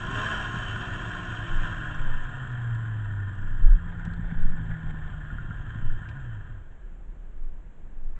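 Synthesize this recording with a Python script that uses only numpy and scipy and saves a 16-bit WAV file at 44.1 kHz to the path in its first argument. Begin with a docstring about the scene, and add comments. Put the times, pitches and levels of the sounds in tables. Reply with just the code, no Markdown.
"""Snowmobile in a snowy yard

A three-cylinder two-stroke gets a blip of throttle, creeps along, drops to idle and is switched off.
Harmonics of the firing rate make the exhaust hum; uneven puffs ringing the silencer burble and pop.
Noise shaken by each firing rings case and panels as clatter; filtered noise makes snow, track and air.
The hand-held microphone is carried round behind the machine, and air buffets it as it swings.
"""
import sys
import numpy as np
from scipy import signal
from scipy.fft import rfft, irfft
from scipy.io import wavfile

SR = 44100
rng = np.random.default_rng(int(sys.argv[2]) if len(sys.argv) > 2 else 0)


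def put_to_file(sound):
    """Save the sound as 16-bit audio at rate SR, in the file named by the first command-line argument."""
    columns = np.atleast_2d(sound).T  # one column per channel
    safe = np.clip(columns, -1, 1)
    whole_steps = np.round(safe * 32767)
    wavfile.write(sys.argv[1], SR, whole_steps.astype(np.int16))


N = 361165
T = np.arange(N) / SR
SHORT_T = T[:SR // 5]   # time axis of brief sounds

CYLINDERS = 3
STALL_S, STOPPED_S = 6.55, 6.9   # the crank slows from one to rest at the other


def from_db(db):
    """Logarithmic level: decibels to amplitude gain."""
    return 10 ** (np.asarray(db) / 20)


def rms_one(x):
    """Power normalisation: scale to unit rms."""
    return x / np.sqrt(np.mean(x ** 2) + 1e-20)


def peak_one(x):
    """Peak normalisation: scale to unit peak."""
    return x / np.abs(x).max()


def in_time(rows):
    """Linear interpolation: each column of a curve at every sample."""
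    s, *columns = np.transpose(rows)
    return [np.interp(T, s, column) for column in columns]


def swell(centre_s, length_s):
    """Raised-cosine envelope: a smooth rise to 1 and fall."""
    return np.cos(np.pi * np.clip((T - centre_s) / length_s, -.5, .5)) ** 2


def drift(rate_hz):
    """Low-passed noise: smooth random variation of unit rms."""
    knot_hz = 400
    knots = rng.standard_normal(int(T[-1] * knot_hz) + 1000)
    lowpass = signal.butter(2, min(rate_hz, 150), fs=knot_hz, output="sos")
    slow = signal.sosfilt(lowpass, knots)[900:]   # drop the filter's onset
    return np.interp(T * knot_hz, np.arange(len(slow)), rms_one(slow))


def resonate(x, hz, width_hz, order=1):
    """Band-pass resonance: sound passes near one frequency; order 2 has steeper skirts."""
    low_hz = np.hypot(hz, width_hz / 2) - width_hz / 2
    band = signal.butter(order, [low_hz, low_hz + width_hz], "band", fs=SR, output="sos")
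    return signal.sosfilt(band, x + 1e-18)


def burst(t60_s):
    """Exponential decay: a spray of contacts as noise that falls 60 dB in t60_s."""
    return rng.standard_normal(len(SHORT_T)) * from_db(-60 * SHORT_T / t60_s)


def add(out, start_s, sound):
    """Superposition: mix a sound in at a time."""
    at = max(round(start_s * SR), 0)
    out[at:at + len(sound)] += sound[:max(N - at, 0)]


def event_samples(phase):
    """Phase counting: the samples at which a running count passes a whole number."""
    return np.flatnonzero(np.diff(np.floor(phase)))


# path of the microphone: time_s, position (0 beside the bonnet, 1 behind the seat)
MICROPHONE_PATH = [(0, 0.02), (.5, 0.06), (1.7, 0.26), (2.1, 0.57), (2.7, 0.85), (4.3, 1), (5.5, 0.69),
                   (7, 0.72)]


def from_position(front, rear):
    """Directivity: a level that shifts as the microphone moves from bonnet to rear."""
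    behind, = in_time(MICROPHONE_PATH)
    return front + behind * (rear - front)


# resonances of the exhaust pipe: pitch_hz, bonnet_level_db, rear_level_db
PIPE_RESPONSE = [(35, -45, -34), (70, -48, -48.5), (86.5, -48, -43), (100.8, -36, -29.5),
                 (118.2, -36, -29.2), (146.6, -47.5, -48.5), (159, -46.5, -35), (168.5, -50.5, -41),
                 (181, -42.5, -48.5), (196, -56.5, -56), (210.5, -43.5, -65.5), (260, -55.5, -58.5),
                 (324, -48, -60), (418, -58, -63), (520, -66.5, -68)]


def pipe(hz):
    """Pipe resonance: level in dB of an exhaust tone of this pitch, where the microphone stands."""
    pitch_hz, *sides = np.transpose(PIPE_RESPONSE)
    front_db, rear_db = [np.interp(np.log(hz), np.log(pitch_hz), db) for db in sides]
    return from_position(front_db, rear_db)


# weaker exhaust tones: multiple (of crank speed), bonnet_level_db, rear_level_db
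WEAK_ORDERS = [(4, -57, -60), (5, -54, -62.5), (8, -70, -72.5), (11, -57.5, -79), (12, -65, -72.5)]


def hum(firings, rate, third_db=-7, waver_db=1.2, octave_waver_db=1.63, order_waver_db=3.5):
    """Harmonic series: regular firings give clean tones; unequal cylinders add unsteady crank orders."""
    angle = 2 * np.pi * firings
    out = from_db(pipe(rate) + waver_db * drift(5)) * np.sin(angle)
    out += from_db(pipe(2 * rate) + octave_waver_db * drift(10)) * np.sin(2 * angle)
    out += from_db(pipe(3 * rate) + third_db + octave_waver_db * drift(10)) * np.sin(3 * angle)
    for multiple, front_db, rear_db in WEAK_ORDERS:
        db = from_position(front_db, rear_db) + order_waver_db * drift(8)
        phase_wander = rng.uniform(0, 2 * np.pi) + .5 * drift(20)
        out += from_db(db) * np.sin(multiple * angle / CYLINDERS + phase_wander)
    return np.sqrt(2) * out   # levels are rms


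# chambers of the silencer: pitch_hz, width_hz, level_db
SILENCER_CHAMBERS = [(46, 22, -3.5), (109.1, 14, 5.5), (161, 50.5, -9), (203, 51.5, -11.5),
                     (316.6, 70, -18.5)]


def silencer(puffs):
    """Parallel resonators: gas puffs ring the chambers, with alternating polarity."""
    out = np.zeros(len(puffs))
    for k, (hz, width_hz, db) in enumerate(SILENCER_CHAMBERS):
        out += (-1) ** k * from_db(db) * resonate(puffs, hz, width_hz)
    return out


BURBLE_DB, BURBLE_BEHIND_DB = -37, -5.5   # at the bonnet; change behind the seat
TUNED_HZ, TUNED_OCTAVES, TUNED_DB = 94, 0.22, 1   # the burble rises near this firing rate


def burble(firings, rate, muffle_hz=400):
    """Impulse excitation: charges burn harder or miss, and the differences ring the silencer."""
    at = event_samples(firings)
    puffs = np.zeros(N)
    puffs[at] = rng.uniform(-1, 1, len(at)) / np.sqrt(np.maximum(rate[at], 70))   # weaker when fast
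    muffler = signal.butter(2, muffle_hz, fs=SR, output="sos")
    rung = signal.sosfilt(muffler, silencer(puffs))
    tuned = np.exp(-(np.log2(rate / TUNED_HZ) / TUNED_OCTAVES) ** 2)
    level_db = from_position(BURBLE_DB, BURBLE_DB + BURBLE_BEHIND_DB) + TUNED_DB * tuned
    return from_db(level_db) * rms_one(rung)


CLATTER_DB, CRUISE_HZ, CLATTER_DB_PER_OCTAVE = -39, 182, 8.5   # at this firing rate; growth with speed
TREBLE_HZ = 2000   # panels above this are treble
TREBLE_DB, TREBLE_BEHIND_DB = -7.5, -10   # treble trim at the bonnet; change behind the seat
FARTHEST_S, FARTHEST_LENGTH_S, FARTHEST_DB = 3.7, 3.9, -1.7   # microphone farthest from the engine
# the drive rattles harder for a moment: centre_s, length_s, boost_db
RATTLE_BOOSTS = [(0.201, 0.27, 3.5), (0.335, 0.26, 3.5), (1.653, .16, 2.5)]
# engine case and panels, before treble trim: pitch_hz, width_hz, bonnet_level_db, rear_level_db
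PANEL_MODES = [(472, 360, -14.5, -16), (634, 70, -16.5, -23), (721.7, 18, -17, -18.5),
               (827, 98, -18.5, -19.5), (995.7, 75, -10.5, -12.5), (1064, 33, -6.5, -17.5),
               (1307, 260, -7, -9), (1450.4, 110, -3.5, -5.5), (1625, 129, -4, -3.5), (1758, 130, -7.5, -5),
               (2385, 350, -10.5, -8.5), (2744, 230, -5, -7), (3047, 6.7, -8, -10.5), (3112, 130, -5.5, -5),
               (3237, 150, -8, -4.5), (3507, 240, -14, -12.5), (3870, 410, -20.5, -24.5),
               (4660, 210, -27, -39), (5600, 650, -20.5, -32.5), (6650, 440, -18.5, -21.5),
               (7500, 420, -22.5, -13), (8040, 360, -24.5, -27)]


def clatter(firings, rate, slap_decay=1.7, churn=0.72, uneven_db=2.5, flutter_db=1.23, wobble=0.11,
            recurring_share=0.1):
    """Modal excitation: firings slap pistons and shake the drive; contacts ring case and panels."""
    speed_octaves = np.log2(np.maximum(rate, 21) / CRUISE_HZ)
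    level_db = CLATTER_DB + CLATTER_DB_PER_OCTAVE * speed_octaves
    level_db += sum(db * swell(s, length_s) for s, length_s, db in RATTLE_BOOSTS)
    level_db += FARTHEST_DB * swell(FARTHEST_S, FARTHEST_LENGTH_S)
    treble_db = from_position(TREBLE_DB, TREBLE_DB + TREBLE_BEHIND_DB)

    turn = firings / CYLINDERS % 1
    firing_strength = from_db(uneven_db * rng.standard_normal(N // 100).clip(-2, 2))
    slap = firing_strength[firings.astype(int)] * np.exp(-slap_decay * (firings % 1))
    shake = (churn + slap) * (1 + wobble * np.cos(2 * np.pi * turn))
    # part of the contacts recur at the same crank angle on every turn
    recurring = np.interp(turn * 512, np.arange(512), rng.standard_normal(512))
    out = np.zeros(N)
    for hz, width_hz, front_db, rear_db in PANEL_MODES:
        fresh = rng.standard_normal(N)
        contacts = np.sqrt(1 - recurring_share) * fresh + np.sqrt(recurring_share) * recurring
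        db = from_position(front_db, rear_db) + treble_db * (hz > TREBLE_HZ) + flutter_db * drift(14.6)
        out += from_db(db) * rms_one(resonate(shake * contacts, hz, width_hz, order=2))
    return from_db(level_db) * out


# air on the microphone as it is swung faster or slower: time_s, level_db
RUMBLE_LEVEL = [(0, -36.5), (1.1, -43.5), (2.0, -34.5), (2.7, -40.5), (3.4, -41), (4.2, -30), (6.0, -37.5),
                (6.8, -40), (8.19, -38)]
# air and jolts against the microphone: centre_s, peak_db, pitch_hz, length_s
PRESSURE_SWELLS = [(1.578, -15.5, 19.5, 0.25), (2.105, -15.5, 14, 0.42), (3.525, -20, 19, 0.38),
                   (3.656, -2.5, 18, 0.1), (3.719, -5.5, 30, .14), (4.457, -9.5, 12.73, 0.27),
                   (5.889, -13.5, 14.2, 0.22), (7.461, -22.5, 17.8, 0.34), (8.068, -22, 16.2, 0.39)]


def wind():
    """Pressure fluctuation: slow swells on the moving microphone, over a light rumble."""
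    rumble = rms_one(resonate(rng.standard_normal(N), 22, 20.7, order=2))
    out = from_db(in_time(RUMBLE_LEVEL)[0]) * rumble
    for s, db, hz, length_s in PRESSURE_SWELLS:
        t = np.arange(-length_s / 2, length_s / 2, 1 / SR)
        envelope = np.cos(np.pi * t / length_s) ** 2
        add(out, s - length_s / 2, from_db(db) * envelope * np.cos(2 * np.pi * hz * t))
    return out


HUSH_DB = -55
# colour of the open air: pitch_hz, spectral_density_db (per Hz, relative)
YARD_COLOUR = [(40, -7.5), (80, -7.5), (125, -5.5), (180, -3.5), (260, -14.5), (345, -10.5), (450, -17),
               (900, -22), (1300, -24.5), (1650, -22.5), (2100, -31), (3200, -36.5), (4900, -56.5),
               (7400, -41), (8700, -56)]


def yard():
    """Spectral shaping: steady noise is coloured into the dull, even hush of the open air."""
    hz, db = np.transpose(YARD_COLOUR)
    bin_hz = np.arange(N // 2 + 1) * SR / N
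    colour = from_db(np.interp(np.log(bin_hz + 1), np.log(hz), db))
    return from_db(HUSH_DB) * rms_one(irfft(colour * rfft(rng.standard_normal(N)), N))


BLIP_S, BLIP_LENGTH_S = 0.19, 0.27   # the throttle blip: its centre time and length


def intake(firings, level_db=-44, lowest_db=-1, upper_db=-8, rough_db=9.0):
    """Order excitation: open throttle sounds the air box at crank speed and on its even orders."""
    angle = 2 * np.pi * firings / CYLINDERS
    honk = from_db(lowest_db) * np.sin(angle) + np.sin(2 * angle)
    honk += np.sin(4 * angle) + from_db(upper_db) * np.sin(6 * angle)
    return from_db(level_db + rough_db * drift(30)) * swell(BLIP_S, BLIP_LENGTH_S) * honk


IDLE_HZ, LATE_SHARE, LATE_DB = 85, .08, -31.5   # below this firing rate a share of the charges pop softly
# the hardest late firings: time_s, level_db (before the common trim)
HARD_POPS = [(0.083, -24.5), (0.128, -28.5), (0.54, -24), (0.565, -22), (0.765, -26.5), (1.646, -26.5),
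             (4.074, -21), (4.192, -23), (4.322, -21), (4.452, -22.5), (4.537, -24.5), (4.599, -24.5),
             (4.684, -26.5), (4.837, -27.5), (4.937, -28), (5.093, -30), (5.503, -27), (5.755, -27),
             (5.824, -28)]


def pops(firings, rate, trim_db=-2.0, bark_hz=150, puff_s=0.0038, ring_db=-12):
    """Impulse response: unburnt mixture fires in one round puff, then the silencer rings."""
    lead_s = .01   # room for the puff's rise
    t, out = SHORT_T - lead_s, np.zeros(N)
    puff = peak_one(-np.sin(2 * np.pi * bark_hz * t) * np.exp(-(t / puff_s) ** 2))
    chamber_hz, chamber_width_hz, _ = SILENCER_CHAMBERS[1]
    ring = peak_one(resonate(puff, chamber_hz, chamber_width_hz, order=2))
    pop = peak_one(puff + from_db(ring_db) * ring)

    at = event_samples(firings)
    late = (rng.random(len(at)) < LATE_SHARE) & (rate[at] < IDLE_HZ) & (T[at] < SWITCH_S)
    soft_pops = [(s, LATE_DB) for s in T[at[late]]]
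    for s, db in list(HARD_POPS) + soft_pops:
        add(out, s + 0.0045 - lead_s, from_db(db + trim_db) * pop)
    return out


# fainter ticks come at random while walking
FAINT_START_S, FAINT_END_S, FAINT_DB = 3.6, 5.5, -66.5
# crisp ticks of snow underfoot: start_s, level_db (before the common trim), body_db (against the crisp)
CLEAR_TICKS = [(0.8814, -52, -0.5), (1.945, -51, -6), (2.2358, -56, -6), (2.5147, -58, 2), (2.7482, -56, 4),
               (3.698, -55.5, -2), (4.0497, -50, 2.5), (4.1344, -55, 7)]


def ticks(trim_db=-1.5, t60_s=.03, rise_s=0.00065, count=9):
    """Brittle fracture: crusted snow snaps in a few clear ticks and a scatter of faint ones."""
    out = np.zeros(N)
    faint = [(s, FAINT_DB, 0) for s in rng.uniform(FAINT_START_S, FAINT_END_S, count)]
    for s, db, body_db in list(CLEAR_TICKS) + faint:
        snap = burst(t60_s) * (1 - np.exp(-SHORT_T / rise_s))
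        crisp = peak_one(resonate(snap, 6200, 3200, order=2))
        body = peak_one(resonate(snap, 3200, 1400, order=2))
        add(out, s, from_db(db + trim_db) * (crisp + from_db(body_db) * body))
    return out


BUZZ_START_S, BUZZ_END_S, BUZZ_PEAK_DB = 3.33, 3.6, -62


def buzz(firings, t60_s=0.015, hz=6200, width_hz=3000):
    """Periodic impact: a loose trim piece taps once a turn of the crank as the engine slows."""
    out = np.zeros(N)
    for at in event_samples(firings / CYLINDERS):
        if BUZZ_START_S < T[at] < BUZZ_END_S:
            tap = peak_one(resonate(burst(t60_s), hz, width_hz, order=2))
            add(out, T[at], from_db(BUZZ_PEAK_DB) * tap)
    return out


DRAG_START_S, DRAG_END_S, DRAG_FADE_S, DRAG_DB = 3.95, 5.15, 0.16, -59   # fades lie outside start and end
# hollow scraping of the track: pitch_hz, width_hz, level_db
TRACK_MODES = [(510, 230, -2), (780, 176, 0), (2060, 500, -5.5), (3410, 290, -13.5)]


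def track(lumpy_db=4.5):
    """Friction noise: the track drags through packed snow, its cleats scraping in uneven lumps."""
    fade_points_s = [DRAG_START_S - DRAG_FADE_S, DRAG_START_S, DRAG_END_S, DRAG_END_S + DRAG_FADE_S]
    moving = np.interp(T, fade_points_s, [0, 1, 1, 0])
    scrape = rng.standard_normal(N) * from_db(lumpy_db * drift(30))
    hollow = np.zeros(N)
    for hz, width_hz, db in TRACK_MODES:
        hollow += from_db(db) * rms_one(resonate(scrape, hz, width_hz, order=2))
    return from_db(DRAG_DB) * moving * rms_one(hollow)


# the loose drive clanks: time_s, level_db (before the common trim), pitch_hz
DRIVE_CLANKS = [(4.3148, -32.5, 1592), (4.7155, -32.5, 1695), (4.742, -36, 1720), (5.3048, -33, 1445),
                (5.3857, -33.5, 1435), (5.51, -31.5, 1414), (6.057, -34, 1590), (6.319, -44, 1537)]


def clanks(trim_db=-1.5, t60_s=0.07, overtone=1.13, overtone_db=-6):
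    """Damped vibration: slack in the clutch is taken up with a short metal ring."""
    out = np.zeros(N)
    for s, db, hz in DRIVE_CLANKS:
        ring = np.sin(2 * np.pi * hz * SHORT_T)
        ring += from_db(overtone_db) * np.sin(2 * np.pi * hz * overtone * SHORT_T)
        dying = ring * from_db(-60 * SHORT_T / t60_s)
        add(out, s - .002, from_db(db + trim_db) * peak_one(resonate(dying, 1540, 810, order=2)))
    return out


SWITCH_S, SWITCH_PEAK_DB = 6.088, -41.5


def switch(t60_s=0.054):
    """Impact noise: the kill switch gives a plastic clack."""
    out = np.zeros(N)
    clack = resonate(burst(t60_s), 2300, 1700, order=2)
    add(out, SWITCH_S, from_db(SWITCH_PEAK_DB) * peak_one(clack))
    return out


RUSTLE_S, RUSTLE_LENGTH_S, RUSTLE_DB = 8.19, .12, -58


def rustle(hz=1500, width_hz=700):
    """Band-limited noise: something rustles close by in a short, soft scuff."""
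    scuff = rms_one(resonate(rng.standard_normal(N), hz, width_hz, order=2))
    return from_db(RUSTLE_DB) * swell(RUSTLE_S, RUSTLE_LENGTH_S) * scuff


# with the ignition off the pistons only pump air: change of hum and of burble, and how long it takes
PUMPING_HUM_DB, PUMPING_BURBLE_DB, UNFIRED_FADE_S = -4.5, -8, 0.25
# engine speed before the stall: time_s, firing_rate_hz
ENGINE_SPEED = [(0, 172), (0.2, 213), (0.3, 223), (0.45, 203), (0.8, 188.5), (1.7, 164.5), (2.0, 151),
                (2.2, 137.5), (2.6, 120), (3.0, 106.4), (3.4, 94), (3.8, 86), (4.4, 83.6), (4.8, 79),
                (5.5, 73.3), (6.1, 73.8), (6.3, 57.4), (6.6, 31.5)]


def scene():
    """Common phase: one crankshaft drives exhaust, intake and clatter until it comes to rest."""
    rate, = in_time(ENGINE_SPEED)
    turning = np.interp(T, [STALL_S, STOPPED_S], [1, 0])
    firings = np.cumsum(rate * turning * (1 + .003 * drift(15))) / SR   # running count of firings
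    unfired = np.interp(T, [SWITCH_S, SWITCH_S + UNFIRED_FADE_S], [0, 1])
    exhaust = from_db(PUMPING_HUM_DB * unfired) * turning * hum(firings, rate)
    exhaust += from_db(PUMPING_BURBLE_DB * unfired) * burble(firings, rate)
    gas = exhaust + intake(firings) + pops(firings, rate)
    running = np.interp(T, [STOPPED_S - .1, STOPPED_S + 0.16], [1, 0])
    machine = running * clatter(firings, rate * turning) + buzz(firings) + clanks() + switch()
    surroundings = wind() + yard() + ticks() + track() + rustle()
    return (gas + machine + surroundings)[None]


CUTOFF_HZ = 8700


def record(dry):
    """Clipping and band limit: a small microphone overloads on the hardest gust and lacks high treble."""
    overloaded = np.clip(dry, -.7, .7)
    lowpass = signal.ellip(10, .2, 80, CUTOFF_HZ, fs=SR, output="sos")
    return signal.sosfilt(lowpass, overloaded)


dry = scene()
out = record(dry)
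put_to_file(out)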